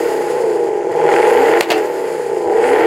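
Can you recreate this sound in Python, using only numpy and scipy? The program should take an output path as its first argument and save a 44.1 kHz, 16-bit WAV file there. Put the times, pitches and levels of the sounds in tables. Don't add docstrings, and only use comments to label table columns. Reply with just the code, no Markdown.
import sys
import numpy as np
from scipy import signal
from scipy.fft import rfft, irfft, next_fast_len
from scipy.io import wavfile
from scipy.ndimage import uniform_filter1d

SR = 44100
rng = np.random.default_rng(int(sys.argv[2]) if len(sys.argv) > 2 else 0)


def log_audio(samples):
    frames = np.atleast_2d(samples).T
    limited = np.clip(frames, -1, 1)
    pcm = np.round(limited * 32767).astype(np.int16)
    wavfile.write(sys.argv[1], SR, pcm)


N = 126126

# time_s, firing_rate_hz
ENGINE_SPEED = [(0.0, 300.9), (0.15, 271.6), (0.45, 222.3), (0.65, 194.2), (0.92, 155.8), (1.1, 161.7),
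                (1.17, 170.4), (1.3, 216.7), (1.41, 273.5), (1.58, 347.1), (1.63, 342.5), (1.78, 315),
                (1.95, 285.8), (2.1, 259.8), (2.27, 233.8), (2.42, 209.4), (2.5, 203.5), (2.6, 226.2),
                (2.7, 269), (2.86, 342.4)]
# time_s, level_db
NOTE_LEVEL = [(0, -15), (.28, -17.5), (.45, -14), (.65, -15), (.83, -18), (.9, -16.5), (1.0, -14),
              (1.04, -10), (1.3, -9), (1.57, -10.5), (1.62, -12.5), (1.68, -12.5), (1.72, -16.5),
              (1.77, -14), (1.93, -19.5), (2.0, -18.5), (2.27, -19.5), (2.33, -16), (2.44, -18),
              (2.48, -12.5), (2.86, -10)]
# time_s, level_db
RASP_LEVEL = [(0, -32), (.35, -34.5), (.55, -38.5), (.87, -39), (1.0, -31), (1.15, -22), (1.33, -24),
              (1.5, -22.5), (1.57, -22.5), (1.68, -32), (1.78, -29), (1.88, -35.5), (2.2, -37),
              (2.43, -41.5), (2.48, -37), (2.65, -25), (2.86, -22.5)]
# time_s, level_db
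HISS_LEVEL = [(0, -31.5), (.4, -34.5), (.6, -39), (.85, -45), (1.0, -38), (1.15, -30.5), (1.55, -31),
              (1.8, -36), (2.15, -35.5), (2.4, -41), (2.55, -39.5), (2.7, -33), (2.86, -35)]
# time_s, centre_hz, level_db
TURBO_WHOOSH = [(0, 13000, -46), (.3, 10500, -50), (.65, 6900, -55), (1.03, 6400, -52), (1.3, 10500, -40.5),
                (1.45, 13000, -48), (1.8, 13000, -52), (2.15, 10200, -50), (2.5, 6800, -58),
                (2.68, 9000, -40), (2.86, 13000, -54)]
# open_s, shut_s
THROTTLE_BLIPS = [(.93, 1.58), (2.462, 2.95)]
THROTTLE_RAMP_S = 0.11

# late_firing_intervals, coast_db, throttle_db, rasp_db
CYLINDER_FIRINGS = [(.78, -6, 0, -2), (0.97, -4, -2, -7), (0.893, -5, 1.5, -12.5), (0.768, -11, -6, -7.5),
                    (.82, -12, -3.5, -4.5), (0.804, -1.5, -0.5, -11.5), (0.86, -22.5, -2.5, -9),
                    (0.487, -8.5, -13, -5)]
SCATTER_DB, JITTER_S, RASP_SCATTER_DB = 1.1, .00006, 2.2
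DRIFT_DB, DRIFT_S = 2.0, .00011
TURBULENCE_DB, LOAD_TURBULENCE_DB, PUFF_S = -10.5, -12, .002
# firing_rate_hz, level_db
FIRING_BOOM = [(165, -25), (205, -30), (230, -17), (270, -15), (345, -45)]
COAST_DRONE_DB = -18
# firing_rate_hz, share
GAS_FLOW = [(170, 0), (260, 0.93)]
# frequency_hz, level_db
PIPE_COLOUR = [(30, -68), (100, -36), (150, -27.5), (230, -26), (300, -20.5), (360, -6.5), (480, -3.5),
               (560, -13), (720, -22.5), (900, -14.5), (1120, -37), (1600, -30), (3000, -69.5),
               (16000, -100)]
# pitch_hz, width_hz, low_flow_lift_db, full_flow_lift_db
PIPE_RESONANCES = [(153, 21, 9, -14), (271, 17.6, 9.5, 11), (344.7, 34.7, 11, 9), (391.7, 17, 7, 0.5),
                   (434, 37.7, 8, 10.5), (480.5, 29.7, 9, 9.5), (606, 21, 8.5, 3), (658, 34, 12, 3.5),
                   (730, 28, -1, 9), (787.3, 23.7, 11.5, 11.5), (832.8, 36, 15.5, 9), (886, 25, 2.5, 3),
                   (1013.6, 31, 13.5, 10.5)]
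WANDER_SHARE, WANDER_SMOOTH_S = .016, .09
BARK_HZ, BARK_COAST_DB, BARK_LOAD_DB = 530, 1, 8.5
# centre_s, length_s, level_db
NOTE_SAGS = [(1.013, .015, -1), (1.219, 0.012, -5.5), (1.668, 0.014, -4), (2.544, 0.015, -2.5)]

# frequency_hz, level_db
RASP_TONE = [(60, -72), (500, -13), (1150, -1.5), (1300, 1), (1450, 7), (1680, 3.5), (1900, 8.5),
             (2400, -0.5), (2800, -4), (3300, -9.5), (3800, -21.5), (4600, -17.5), (5600, -48),
             (15000, -50)]
SHOCK_COAST_DB, SHOCK_LOAD_DB, RASP_BED_DB = -10, 0, -1.5
# start_s, level_db
TIP_CRACKS = [(1.09, -6), (1.1166, -9.5), (1.14, -1.5), (1.146, -10), (1.163, -3), (1.1859, -13),
              (1.227, -12), (1.2508, -4.5), (1.3255, -11), (1.537, -1), (1.549, -9), (1.572, -7.5),
              (2.64, -10), (2.733, -7.5), (2.761, -9), (2.812, -13), (2.836, -10)]
CRACK_FRONT_DB, CRACK_TAIL_DB, CRACK_TAIL_S = 4, -8, 0.0031

# start_s, level_db, decay_s, tip_ring_db
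EXHAUST_POPS = [(1.608, 0.5, 0.011, -24), (1.61, -6, 0.0035, -30), (1.623, -5.5, 0.011, -25),
                (1.644, -19, 0.003, -32), (1.652, -16, 0.0056, -35), (1.688, -17, 0.0038, -34),
                (1.703, -7.5, 0.0084, 3), (1.718, -10, 0.0071, -8), (1.781, -22.5, 0.0028, -36)]
# frequency_hz, level_db
POP_TONE = [(40, -32), (120, -11.5), (300, -5), (700, 11), (1200, -3.5), (2000, 0), (3300, -6),
            (4600, -14.5), (6000, -14), (8500, -16), (12000, -21.5), (16000, -23)]
# pitch_hz, width_hz, lift_db
POP_RESONANCES = [(1900, 500, 3), (2560, 460, 1.5), (4480, 500, 6.5)]
POP_TAIL_DB, POP_TAIL_S, POP_DULL_HZ = -9, .022, 2930
SPUTTER_DB, SPUTTER_SMOOTH_S = 4.5, .0008
# pitch_hz, width_hz, level_db
TIP_RESONANCES = [(2710, 150, -21), (4600, 370, -28)]
TIP_RING_S = .032

# frequency_hz, level_db
HISS_TONE = [(40, -4), (1000, 10.5), (3000, 0), (3800, -6.5), (4400, -0.5), (5000, 1.5), (5700, -8),
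             (7000, 2), (8600, -6), (9600, -3), (12000, -12), (15500, -17)]
HISS_FLUTTER_DB, HISS_FLUTTER_S = 1.5, 0.0096
# frequency_hz, level_db
BUFFET_TONE = [(15, -6.5), (38, -4), (55, -40), (110, 3.5), (200, 3), (400, -7), (2000, -102)]
BUFFET_MID_DB, BUFFET_SPAN_DB = -48.5, 15
# centre_s, level_db, pitch_hz, spit_db
OPENING_THUMPS = [(0.917, -38, 114.6, -33), (2.476, -36.5, 93, -37)]
THUMP_S, SPIT_S = 0.015, 0.0076

# frequency_hz, level_db
STEREO_WIDTH = [(30, -36), (130, -38), (300, -36), (600, -27), (1200, -17.5), (2500, -22), (5000, -20),
                (10000, -26), (16000, -30)]
ECHO_DB, ECHO_DECAY_S = -24, .03
LIMIT_DB, RELEASE_S, CLIP_DB, TOP_HZ = -1.5, 0.046, -.9, 15800


def engine(t, throttle, flow):
    turns = np.cumsum(curve(ENGINE_SPEED)) / SR
    k = np.arange(int(turns[-1]))
    late, coast_db, load_db, rasp_db = np.array(CYLINDER_FIRINGS)[k % len(CYLINDER_FIRINGS)].T
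    chance = rng.standard_normal((N // 100, 3))[:len(k)].T
    stronger, later = drift(len(k))
    times = np.interp(k + late, turns, t) + JITTER_S * chance[0] + DRIFT_S * later
    load = np.interp(times, t, throttle)

    firing_db = coast_db + load * (load_db - coast_db)
    firing_db = firing_db + SCATTER_DB * chance[1] + DRIFT_DB * (1 - load / 2) * stronger
    pulses = clicks(times, undb(firing_db))
    turbulence = undb(TURBULENCE_DB) + throttle * undb(LOAD_TURBULENCE_DB)
    puffs = even(fade(pulses, PUFF_S) * noise()) * turbulence
    boom_gain = undb(np.interp(curve(ENGINE_SPEED), *np.array(FIRING_BOOM).T)) * throttle
    boom = boom_gain * np.cos(2 * np.pi * (turns - late.mean()))
    slow_swing = np.cos(2 * np.pi * turns * 5 / 8)
    drone = undb(COAST_DRONE_DB) * (1 - throttle) * slow_swing
    note = even(bark(pipe(even(pulses) + puffs + boom + drone, flow), throttle))

    shocks = clicks(times, undb(load * rasp_db + RASP_SCATTER_DB * chance[2]))
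    shock_gain = undb(SHOCK_COAST_DB + throttle * (SHOCK_LOAD_DB - SHOCK_COAST_DB))
    spray = even(fade(shocks, PUFF_S) * noise())
    rasp = colour(shock_gain * even(shocks) + spray + undb(RASP_BED_DB) * noise(), RASP_TONE)
    return note * undb(curve(NOTE_LEVEL)) * sag(t) + even(rasp) * undb(curve(RASP_LEVEL))


def drift(count, size=4):
    draws = rng.standard_normal((N // 500, len(CYLINDER_FIRINGS), 2))
    smooth = uniform_filter1d(draws, size, axis=0) * np.sqrt(size)
    return smooth.reshape(-1, 2)[:count].T


def pipe(x, flow):
    samples = np.arange(N)
    swing = flicker(WANDER_SMOOTH_S)
    clock = samples + np.cumsum(WANDER_SHARE * (swing - swing.mean()))
    warped = np.interp(samples, clock, x)
    pitch, width, low_lift, full_lift = np.array(PIPE_RESONANCES).T
    low = np.interp(clock, samples, colour(warped, PIPE_COLOUR, zip(pitch, width, low_lift)))
    full = np.interp(clock, samples, colour(warped, PIPE_COLOUR, zip(pitch, width, full_lift)))
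    return low + flow * (full - low)


def bark(note, throttle):
    low = signal.sosfiltfilt(signal.butter(3, BARK_HZ, fs=SR, output="sos"), note)
    return low + (note - low) * undb(BARK_COAST_DB + throttle * (BARK_LOAD_DB - BARK_COAST_DB))


def sag(t):
    return undb(sum(db * np.exp(-(2 * (t - at) / length) ** 4) for at, length, db in NOTE_SAGS))


def cracks(t):
    times, db = np.array(TIP_CRACKS).T
    spray = 0
    for at, level in TIP_CRACKS:
        spray = spray + (t >= at) * undb(level) * np.exp(-np.abs(t - at) / CRACK_TAIL_S)
    front = clicks(times, undb(db + CRACK_FRONT_DB))
    return colour(front + undb(CRACK_TAIL_DB) * spray * noise(), RASP_TONE)


def pops(t):
    burst, rush = 0, 0
    for start, db, decay, _ in EXHAUST_POPS:
        age = np.maximum(t - start, 0)
        size = (t >= start) * undb(db)
        burst = burst + size * np.exp(-age / decay)
        rush = rush + size * undb(POP_TAIL_DB) * np.exp(-age / POP_TAIL_S)
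    sputter = unit(undb(SPUTTER_DB * flicker(SPUTTER_SMOOTH_S)))
    dull = signal.sosfilt(signal.butter(2, POP_DULL_HZ, fs=SR, output="sos"), rush * noise())
    return colour((burst * noise() + dull) * sputter, POP_TONE, POP_RESONANCES)


def tips(t):
    power = 0
    for at, _, _, db in EXHAUST_POPS:
        power = power + ((t >= at) * undb(db) * np.exp(-np.abs(t - at) / TIP_RING_S)) ** 2
    ring = 0
    for hz, width, db in TIP_RESONANCES:
        band = signal.lfilter(*signal.iirpeak(hz, hz / width, fs=SR), noise())
        ring = ring + undb(db) * unit(band)
    return np.sqrt(power) * ring


def gas(jet):
    flutter = unit(fade(fade(noise(), HISS_FLUTTER_S), HISS_FLUTTER_S / 2))
    hiss = colour(noise(), HISS_TONE) * undb(curve(HISS_LEVEL) + HISS_FLUTTER_DB * flutter)
    buffet_db = BUFFET_MID_DB + BUFFET_SPAN_DB * (jet - 0.5)
    return hiss + colour(noise(), BUFFET_TONE) * undb(buffet_db)


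def turbo(half_width_hz=1150):
    lowpass = signal.butter(2, half_width_hz, fs=SR, output="sos")
    band = signal.sosfilt(lowpass, noise() + 1j * noise())
    carrier = np.exp(2j * np.pi * np.cumsum(curve(TURBO_WHOOSH)) / SR)
    return unit((band * carrier).real) * undb(curve(TURBO_WHOOSH, col=2))


def thumps(t):
    push, spit = 0, 0
    for at, db, hz, spit_db in OPENING_THUMPS:
        swell = undb(db) * np.exp(-((t - at) / THUMP_S) ** 2)
        push = push + swell * np.sin(2 * np.pi * hz * (t - at))
        spit = spit + undb(spit_db) * (t >= at) * np.exp(-np.abs(t - at) / SPIT_S)
    return push + colour(spit * noise(), HISS_TONE)


def lot(car, t):
    reflections = unit(noise() * np.exp(-t / ECHO_DECAY_S)) / np.sqrt(N)
    return signal.fftconvolve(car, reflections)[:N]


def undb(db):
    return 10 ** (np.asarray(db) / 20)


def curve(rows, col=1):
    rows = np.array(rows)
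    return np.interp(np.arange(N) / SR, rows[:, 0], rows[:, col])


def unit(x):
    return x / np.sqrt(np.mean(x ** 2))


def even(x, size=3500):
    power = uniform_filter1d(uniform_filter1d(x ** 2, size), size)
    return x / np.sqrt(power + 1e-12)


def colour(x, points, modes=(), keep_power=True):
    size = 2 * next_fast_len(N)
    hz = np.arange(size // 2 + 1) * SR / size
    points = np.array(points)
    db = np.interp(np.log(hz + 1), np.log(points[:, 0]), points[:, 1])
    for centre, width, lift in modes:
        db = db + lift / (1 + (2 * (hz - centre) / width) ** 2)
    gain = unit(undb(db)) if keep_power else undb(db)
    cepstrum = irfft(np.log(gain))
    cepstrum[1:size // 2] *= 2
    cepstrum[size // 2 + 1:] = 0
    return irfft(rfft(x, size) * np.exp(rfft(cepstrum)))[:N]


def clicks(times, sizes):
    at = np.clip(times * SR, 0, N - 2)
    i = at.astype(int)
    return np.bincount(i, sizes * (1 - at + i), N) + np.bincount(i + 1, sizes * (at - i), N)


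def fade(x, seconds):
    return signal.lfilter([1], [1, -np.exp(-1 / (seconds * SR))], x)


def flicker(seconds):
    size = max(int(seconds * SR), 1)
    smooth = uniform_filter1d(noise(), size, mode="wrap")
    return unit(uniform_filter1d(smooth, size, mode="wrap"))


def noise():
    return rng.standard_normal(N)


def scene():
    t = np.arange(N) / SR
    throttle = 0
    for on, off in THROTTLE_BLIPS:
        throttle = throttle + np.clip(np.minimum(t - on, off - t) / THROTTLE_RAMP_S + .5, 0, 1)
    flow = throttle * np.clip(np.interp(curve(ENGINE_SPEED), *np.array(GAS_FLOW).T), 0, 1)
    exhaust = engine(t, throttle, flow) + cracks(t) + pops(t) + tips(t)
    car = exhaust + gas((throttle + flow) / 2) + turbo() + thumps(t)
    echo = lot(car, t)
    side = colour(lot(car, t), STEREO_WIDTH, keep_power=False)
    return car + undb(ECHO_DB) * echo + side * np.array([[1], [-1]])


def record(dry):
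    fall = np.arange(N) / SR / RELEASE_S
    loudest = np.log(np.abs(dry).max(axis=0) + 1e-9)
    peak = np.exp(np.maximum.accumulate(loudest + fall) - fall)
    held = dry * uniform_filter1d(np.minimum(1, undb(LIMIT_DB) / peak), size=90)
    rounded = held / (1 + (held / undb(CLIP_DB)) ** 8) ** (1 / 8)
    return signal.sosfilt(signal.ellip(10, .1, 80, TOP_HZ, fs=SR, output="sos"), rounded)


dry = scene()
out = record(dry)
log_audio(out)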